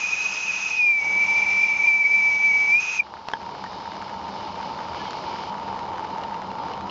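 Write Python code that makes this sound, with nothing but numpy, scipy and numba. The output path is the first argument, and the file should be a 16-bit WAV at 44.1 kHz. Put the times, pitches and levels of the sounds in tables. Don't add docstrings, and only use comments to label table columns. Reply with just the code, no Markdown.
import sys
import numpy as np
from scipy import signal
from scipy.fft import rfft, irfft
from scipy.io import wavfile
from scipy.ndimage import uniform_filter1d
from numba import njit

SR = 44100
rng = np.random.default_rng(int(sys.argv[2]) if len(sys.argv) > 2 else 0)


def put_to_file(sound):
    columns = np.atleast_2d(sound).T
    safe = np.clip(columns, -1, 1)
    whole_steps = np.round(safe * 32767)
    wavfile.write(sys.argv[1], SR, whole_steps.astype(np.int16))


def gain_from_db(level_db):
    decades = np.asarray(level_db, float) / 20
    return 10 ** decades


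N = 304290
T = np.arange(N) / SR

BURNER_DB = -32


def noise():
    return rng.standard_normal(N)


def set_rms(x, db):
    return x * gain_from_db(db) / np.sqrt(np.mean(x ** 2))


def curve(rows):
    time_s, *columns = np.transpose(rows)
    return [uniform_filter1d(np.interp(T, time_s, column), size=200) for column in columns]


def gate(start, end, rise, fall):
    return np.clip(np.minimum((T - start) / rise, (end - T) / fall), 0, 1)


def walk(rate):
    hold = int(SR / rate)
    steps = np.repeat(rng.standard_normal(N // hold + 1), hold)
    return 1.3 * uniform_filter1d(uniform_filter1d(steps, hold), hold)[:N]


def colour(x, points):
    hz, db = np.transpose(points)
    bins = np.maximum(np.arange(N // 2 + 1) * SR / N, 1)
    return irfft(rfft(x) * gain_from_db(np.interp(np.log(bins), np.log(hz), db)), N)


@njit
def svf(x, hz, width):
    y = np.empty(len(x))
    band, low = 0., 0.
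    g, damping, last_hz = 0., 0., 0.
    for i in range(len(x)):
        if hz[i] != last_hz:
            g, damping, last_hz = np.tan(np.pi * hz[i] / SR), width / hz[i], hz[i]
        v = (band + g * (x[i] - low)) / (1 + g * (g + damping))
        band = 2 * v - band
        low = low + 2 * g * v
        y[i] = damping * v
    return y


def band_pass(x, hz, width):
    return svf(x, hz + 0 * T, 1. * width)


def resonant(hiss, peaks, flicker_db):
    out = hiss
    for hz, width, db in peaks:
        out = out + gain_from_db(db + 15 + flicker_db * walk(12)) * band_pass(hiss, hz, width)
    return out


def ring(hz, t60, length=.1):
    t = np.arange(int(length * SR)) / SR
    blow = 1 - np.exp(-t / .0003)
    return -np.sin(2 * np.pi * hz * t) * blow * 1000 ** (-t / t60)


def add(out, s, wave):
    i = int(s * SR)
    out[i:i + len(wave)] += wave[:N - i]


def camera_gain_db():
    # start_s, level_db
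    gain = [(0, -12), (.78, -12.5), (.86, -15), (.96, -14.5), (1.05, -6.5), (1.45, -4.5), (1.73, -8),
            (1.85, -6), (1.92, -10), (2.07, -11), (2.22, -9), (2.7, -7.5), (2.78, -13), (2.995, -13),
            (3.02, -10.5), (3.46, -4), (4.83, -.6), (6.9, .1)]
    return curve(gain)[0]


def burner():
    # pitch_hz, level_db (per Hz)
    flame_colour = [(15, -64.5), (25, -26), (74, -15.5), (134, -11.5), (193, -11.5), (283, -10.5),
                    (630, -8), (707, -9), (906, 4.5), (1040, -7), (1410, -13.5), (1870, -106), (2400, -33),
                    (3120, -44.5), (5280, -120)]
    # pitch_hz, width_hz, level_db
    flue_tones = [(84, 8, -19), (195, 13, -11),
                  (918, 37, -1), (862, 160, -11)]
    flame = set_rms(colour(noise(), flame_colour), 2.5) * gain_from_db(1.1 * walk(12))
    flue = np.zeros(N)
    for hz, width, db in flue_tones:
        tone = band_pass(noise(), hz * (1 + 0.0058 * walk(14)), width)
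        flue += set_rms(tone, db) * gain_from_db(0.78 * walk(9))
    return gain_from_db(BURNER_DB + camera_gain_db()) * set_rms(flame + flue, 0)


def crackle():
    drops_per_s = 130
    drops = 1. * (rng.random(N) < drops_per_s / SR)
    drops = drops * gain_from_db(3.4 * np.minimum(rng.exponential(size=N), 3))
    knock = band_pass(svf(drops, 1200 + 200 * walk(30), 1100.), 1200, 2200)
    snap = band_pass(band_pass(drops, 3200, 3500), 3200, 4000)
    return gain_from_db(BURNER_DB + camera_gain_db()) * (set_rms(knock, -14) + set_rms(snap, -31))


def leaks():
    # pitch_hz, level_db (per Hz)
    leak_colour = [(880, -41), (1500, -1), (1850, -14), (2180, -1), (2830, -2), (3690, 4), (4510, -9.5),
                   (6350, -21), (6880, -16), (7400, -38), (9620, -66.5), (16300, -120)]
    # pitch_hz, width_hz, level_db
    leak_peaks = [(2300, 420, -7.5), (2960, 310, -3.5), (4165, 37, -6.5), (4416, 80, 0.5), (4990, 530, 6)]
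    leak_db, whistle_shut_s = -46, 3.004
    cocks_shut_s, cocks_hz, cocks_width_hz, cocks_db, cocks_shut_db = 5.5, 4703, 1292.5, -6, -3.8
    puff_s, puff_peak_db, puff_fade_s = 4.93, 4., .7

    hiss = set_rms(resonant(colour(noise(), leak_colour), leak_peaks, 1.7), 0) * gain_from_db(walk(27))
    cocks = band_pass(band_pass(noise(), cocks_hz, cocks_width_hz), cocks_hz, 2 * cocks_width_hz)
    cocks = set_rms(cocks, cocks_db) * (T < cocks_shut_s)
    puff_db = puff_peak_db * gate(puff_s, 9, .03, 1) * np.exp(-np.abs(T - puff_s) / puff_fade_s)
    glands_db = leak_db + puff_db + cocks_shut_db * (T > cocks_shut_s) + camera_gain_db()
    return gain_from_db(glands_db) * (hiss + cocks) * gate(whistle_shut_s, 9, .03, 1)


def strike(modes):
    t = np.arange(int(.1 * SR)) / SR
    crack_band = signal.butter(2, [500, 4000], "band", fs=SR, output="sos")
    crack = signal.sosfilt(crack_band, rng.standard_normal(len(t)))
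    body = sum(gain_from_db(db) * ring(hz, t60) for hz, db, t60 in modes)
    return body + gain_from_db(-5.) * crack * 1000 ** (-t / .012)


def couplings():
    # start_s, level_db (peak)
    clanks = [
        (3.2857, -11.5),
        (3.3353, -11.7),
    ]
    # pitch_hz, level_db, t60_s
    coupling_modes = [
        [(920, 9, 0.006), (1900, 1, 0.006), (2620, -1, 0.008), (4300, -6, 0.008), (5350, -12, 0.007),
         (7200, -17, 0.007)],
        [(530, -8, .015), (910, 7, 0.025), (1640, 6, 0.018), (2520, -12, .01), (3190, 1, 0.012),
         (5170, -9, 0.013)],
    ]
    out = np.zeros(N)
    for (s, db), modes in zip(clanks, coupling_modes):
        add(out, s, gain_from_db(db - 7) * strike(modes))
    return out


def valve_gear():
    # start_s, level_db (peak)
    ticks = [(5.83, -31), (6.2358, -22), (6.344, -28), (6.4243, -36), (6.504, -29), (6.7355, -23.5),
             (6.8962, -19)]
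    # pitch_hz, level_db, t60_s
    gear_modes = [(1150, -6, .006), (2846, -3.5, 0.014), (4150, -8.5, 0.012), (5300, -12, .006)]
    # middle_s, level_db, pitch_hz, length_s, glide_share
    squeaks = [
        (3.664, -36, 1880, .018, -.03),
        (5.015, -41, 1690, .055, .012),
    ]
    out = np.zeros(N)
    for s, db in ticks:
        add(out, s, gain_from_db(db - 2) * strike(gear_modes))
    for s, db, hz, length, glide in squeaks:
        t = np.arange(int(length * SR)) / SR
        swell = np.sin(np.pi * t / length) ** 2
        tone = np.sin(2 * np.pi * hz * t * (1 + glide * t / length))
        add(out, s - length / 2, gain_from_db(db) * swell * tone)
    return out


def spits():
    # start_s, level_db (peak)
    drops = [(3.0688, -34), (3.1386, -28), (3.169, -32), (3.3004, -29), (3.3158, -29), (3.369, -32),
             (3.5118, -33), (3.5504, -28), (3.6405, -22), (3.7316, -31), (3.857, -30), (3.967, -29),
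             (4.0238, -26), (4.2897, -30), (4.3394, -33), (4.612, -29), (4.79, -29), (5.0557, -28),
             (5.1077, -25), (5.132, -24), (5.239, -30), (5.4367, -27.5), (5.543, -25), (5.5817, -31),
             (5.982, -25), (5.9944, -27), (6.0495, -31), (6.207, -30), (6.4234, -29), (6.6838, -25.5)]
    metal_hz, splash_db = 1150, -8
    out = np.zeros(N)
    t = np.arange(int(.02 * SR)) / SR
    splash_band = signal.butter(2, [1500, 5800], "band", fs=SR, output="sos")
    push = np.cos(2 * np.pi * 1200 * (t - .0007)) * np.exp(-((t - .0006) / .0004) ** 2)
    for s, db in drops:
        fizz = signal.sosfilt(splash_band, rng.standard_normal(len(t))) * 1000 ** (-t / .008)
        vary_pitch, vary_splash = rng.standard_normal(2)
        metal = .25 * ring(metal_hz * (1 + .05 * vary_pitch), .014, .02)
        splash = gain_from_db(splash_db + 3 * vary_splash) * fizz
        add(out, s, gain_from_db(db + 3) * (push + metal + splash))
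    return out


def valve():
    # start_s, steam_pressure (0-1)
    pressure_points = [(0, .85), (.3, 1), (.775, 1.0), (1.0, -.05), (1.4, .2), (2.69, .0), (2.795, .87),
                       (2.986, 1), (3.016, -.1)]
    # breaks_away_s, caught_again_s, catching_takes_s
    overblown = [
        (-1, .8, .1),
        (2.795, 2.995, .02),
    ]
    # middle_s, level_db, shift_hz, half_width_s (at half
    slugs = [(.045, 8, -40, .008), (.135, 9, 0, .012), (.165, -6, -30, .014), (.262, 8, 0, .008),
             (.49, 5, 0, .015), (.6, -7, -20, .01), (.65, 3, 0, .01), (.7, -7, 0, .008), (.85, 5.5, 0, .05),
             (1.0, -3, 0, .05), (1.09, -5, 0, .007), (1.12, -6, 0, .007), (1.272, -9, 0, .007),
             (1.338, -7, 0, .01), (1.41, -5, 0, .007), (1.635, 3, 40, .022), (1.782, -13, 0, .007),
             (1.875, 5, 35, .025), (2.055, 5, -30, .016), (2.09, -4, 0, .012), (2.15, 3, 18, .025),
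             (2.39, -7, 0, .008), (2.435, 2.5, 24, .03), (2.53, 2.5, -15, .04), (2.755, 4.5, -10, .035),
             (2.84, 3, 0, .04), (3.001, 5.5, 0, .007)]
    slack_hz, span_hz = 2290, 210
    wet_from_s, wet_to_s, wet_fade_s = 1.0, 1.88, .07
    lock_dry, lock_wet, lock_overblown, lock_half_open = .84, .58, .24, .1
    base_note_db, wet_db, overblown_db, flutter_db = -21, -1.2, -7.8, 1.8
    base_jet_db, jet_pressure_db, wet_hiss_db = -35.2, 9., -1.0
    base_edge_db, edge_overblown_db = -40.5, 14.4
    shut_s, note_fade_db_per_s, jet_fade_db_per_s = 3.004, 2400, 1100

    pressure = curve(pressure_points)[0]
    over = sum(gate(away, caught, .008, catching) for away, caught, catching in overblown)
    wet = gate(wet_from_s, wet_to_s, wet_fade_s, wet_fade_s / 2)
    half_open = np.sin(np.pi * np.clip(pressure, 0, 1)) * (1 - wet)
    lock = lock_dry + lock_half_open * half_open
    lock = lock + wet * (lock_wet - lock)
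    lock = lock + over * (lock_overblown - lock)

    surge_db, shift_hz = np.zeros((2, N))
    for s, db, shift, half in slugs:
        bump = np.hanning(int(4 * half * SR))
        add(surge_db, s - 2 * half, db * bump)
        add(shift_hz, s - 2 * half, shift * bump)
    hz = slack_hz + span_hz * pressure + shift_hz

    since_shut = np.maximum(T - shut_s, 0)
    note_db = base_note_db + wet_db * wet + overblown_db * over + surge_db
    note_db = note_db + flutter_db * (1.2 - lock) * walk(35) - note_fade_db_per_s * since_shut
    hiss_db = camera_gain_db() + wet_hiss_db * wet - jet_fade_db_per_s * since_shut
    jet_db = base_jet_db + jet_pressure_db * (pressure + over) / 2 + hiss_db
    edge_db = base_edge_db + edge_overblown_db * over + hiss_db
    return hz, lock, note_db, jet_db, edge_db


def whistle():
    # pitch_hz, level_db (per Hz)
    jet_colour = [(40, -26), (300, -17), (700, -14.5), (1100, -14), (1450, -9), (1700, -22), (2100, -18),
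                  (2500, -6), (3100, -19), (4570, -16.5), (6240, -15), (7300, -20.5), (7900, -26),
                  (9000, -71.5)]
    # pitch_hz, width_hz, level_db
    jet_peaks = [(1775, 50, -5), (1975, 40, -5), (2800, 200, -5), (3275, 60, -4), (3562, 50, -2),
                 (3940, 90, -4), (4340, 120, -6), (5045, 200, -1), (5620, 150, -3), (6180, 60, -4),
                 (7190, 150, -5)]
    hz, lock, pipe_db, jet_db, edge_db = valve()
    hz = hz + 30 * (1 - lock) * np.clip((hz - 2400) / 60, 0, 1)
    waver_hz = (8 + 24 * (1 - lock)) * walk(60)
    phase = 2 * np.pi * np.cumsum(hz + waver_hz) / SR
    note = np.sqrt(2) * np.sin(phase) * gain_from_db(0.96 * walk(40))
    rung = set_rms(svf(svf(noise(), hz, 39.0), hz, 150.0), 0)
    pipe = np.sqrt(lock) * note + np.sqrt(1 - lock) * rung
    pipe = pipe / np.sqrt(0.83 + uniform_filter1d(pipe ** 2, size=220))
    pipe = pipe / np.sqrt(uniform_filter1d(pipe ** 2, int(.07 * SR)))
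    overtones = gain_from_db(-31) * np.sin(2 * phase) + gain_from_db(-50) * np.sin(3 * phase)
    overtones = lock ** 3 * gain_from_db(pipe_db + 17) * overtones
    breath = set_rms(svf(svf(noise(), hz * .995, 280.0), hz, 600.), 4.2)
    jet = set_rms(resonant(colour(noise(), jet_colour), jet_peaks, 0.49), 0.88) * gain_from_db(walk(25))
    edge = set_rms(svf(noise(), 6330 + 40 * walk(3), 330.), -0.8)
    eddies = set_rms(band_pass(noise(), 1300, 600), -6)
    return gain_from_db(pipe_db) * (pipe + overtones) + gain_from_db(jet_db) * (jet + breath) + gain_from_db(edge_db) * (edge + eddies)


def scene():
    near = whistle() + spits() + couplings() + valve_gear()
    echoes = np.zeros(N)
    for delay_s, db in [(.0047, -15), (.0113, -21), (.019, -21.5), (.031, -37)]:
        echoes += gain_from_db(db) * np.roll(near, int(delay_s * SR))
    return (near + echoes + burner() + leaks() + crackle())[None]


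def top_cut(x):
    return signal.sosfilt(signal.butter(12, 9070, fs=SR, output="sos"), x)


def record(dry):
    # pitch_hz, level_db
    camera_response = [(30, -1.5), (60, 2), (6000, 0), (7300, -6.5), (7700, -21), (7950, -55),
                       (8100, -46.5), (8300, -27), (8700, -34), (9100, -33), (9600, -61)]
    camera_rate_hz = 16000
    imaged = dry[0] * (1 + 2 * np.cos(2 * np.pi * camera_rate_hz * T))
    mix = colour(imaged, camera_response)[None]
    return top_cut(mix)


dry = scene()
out = record(dry)
put_to_file(out)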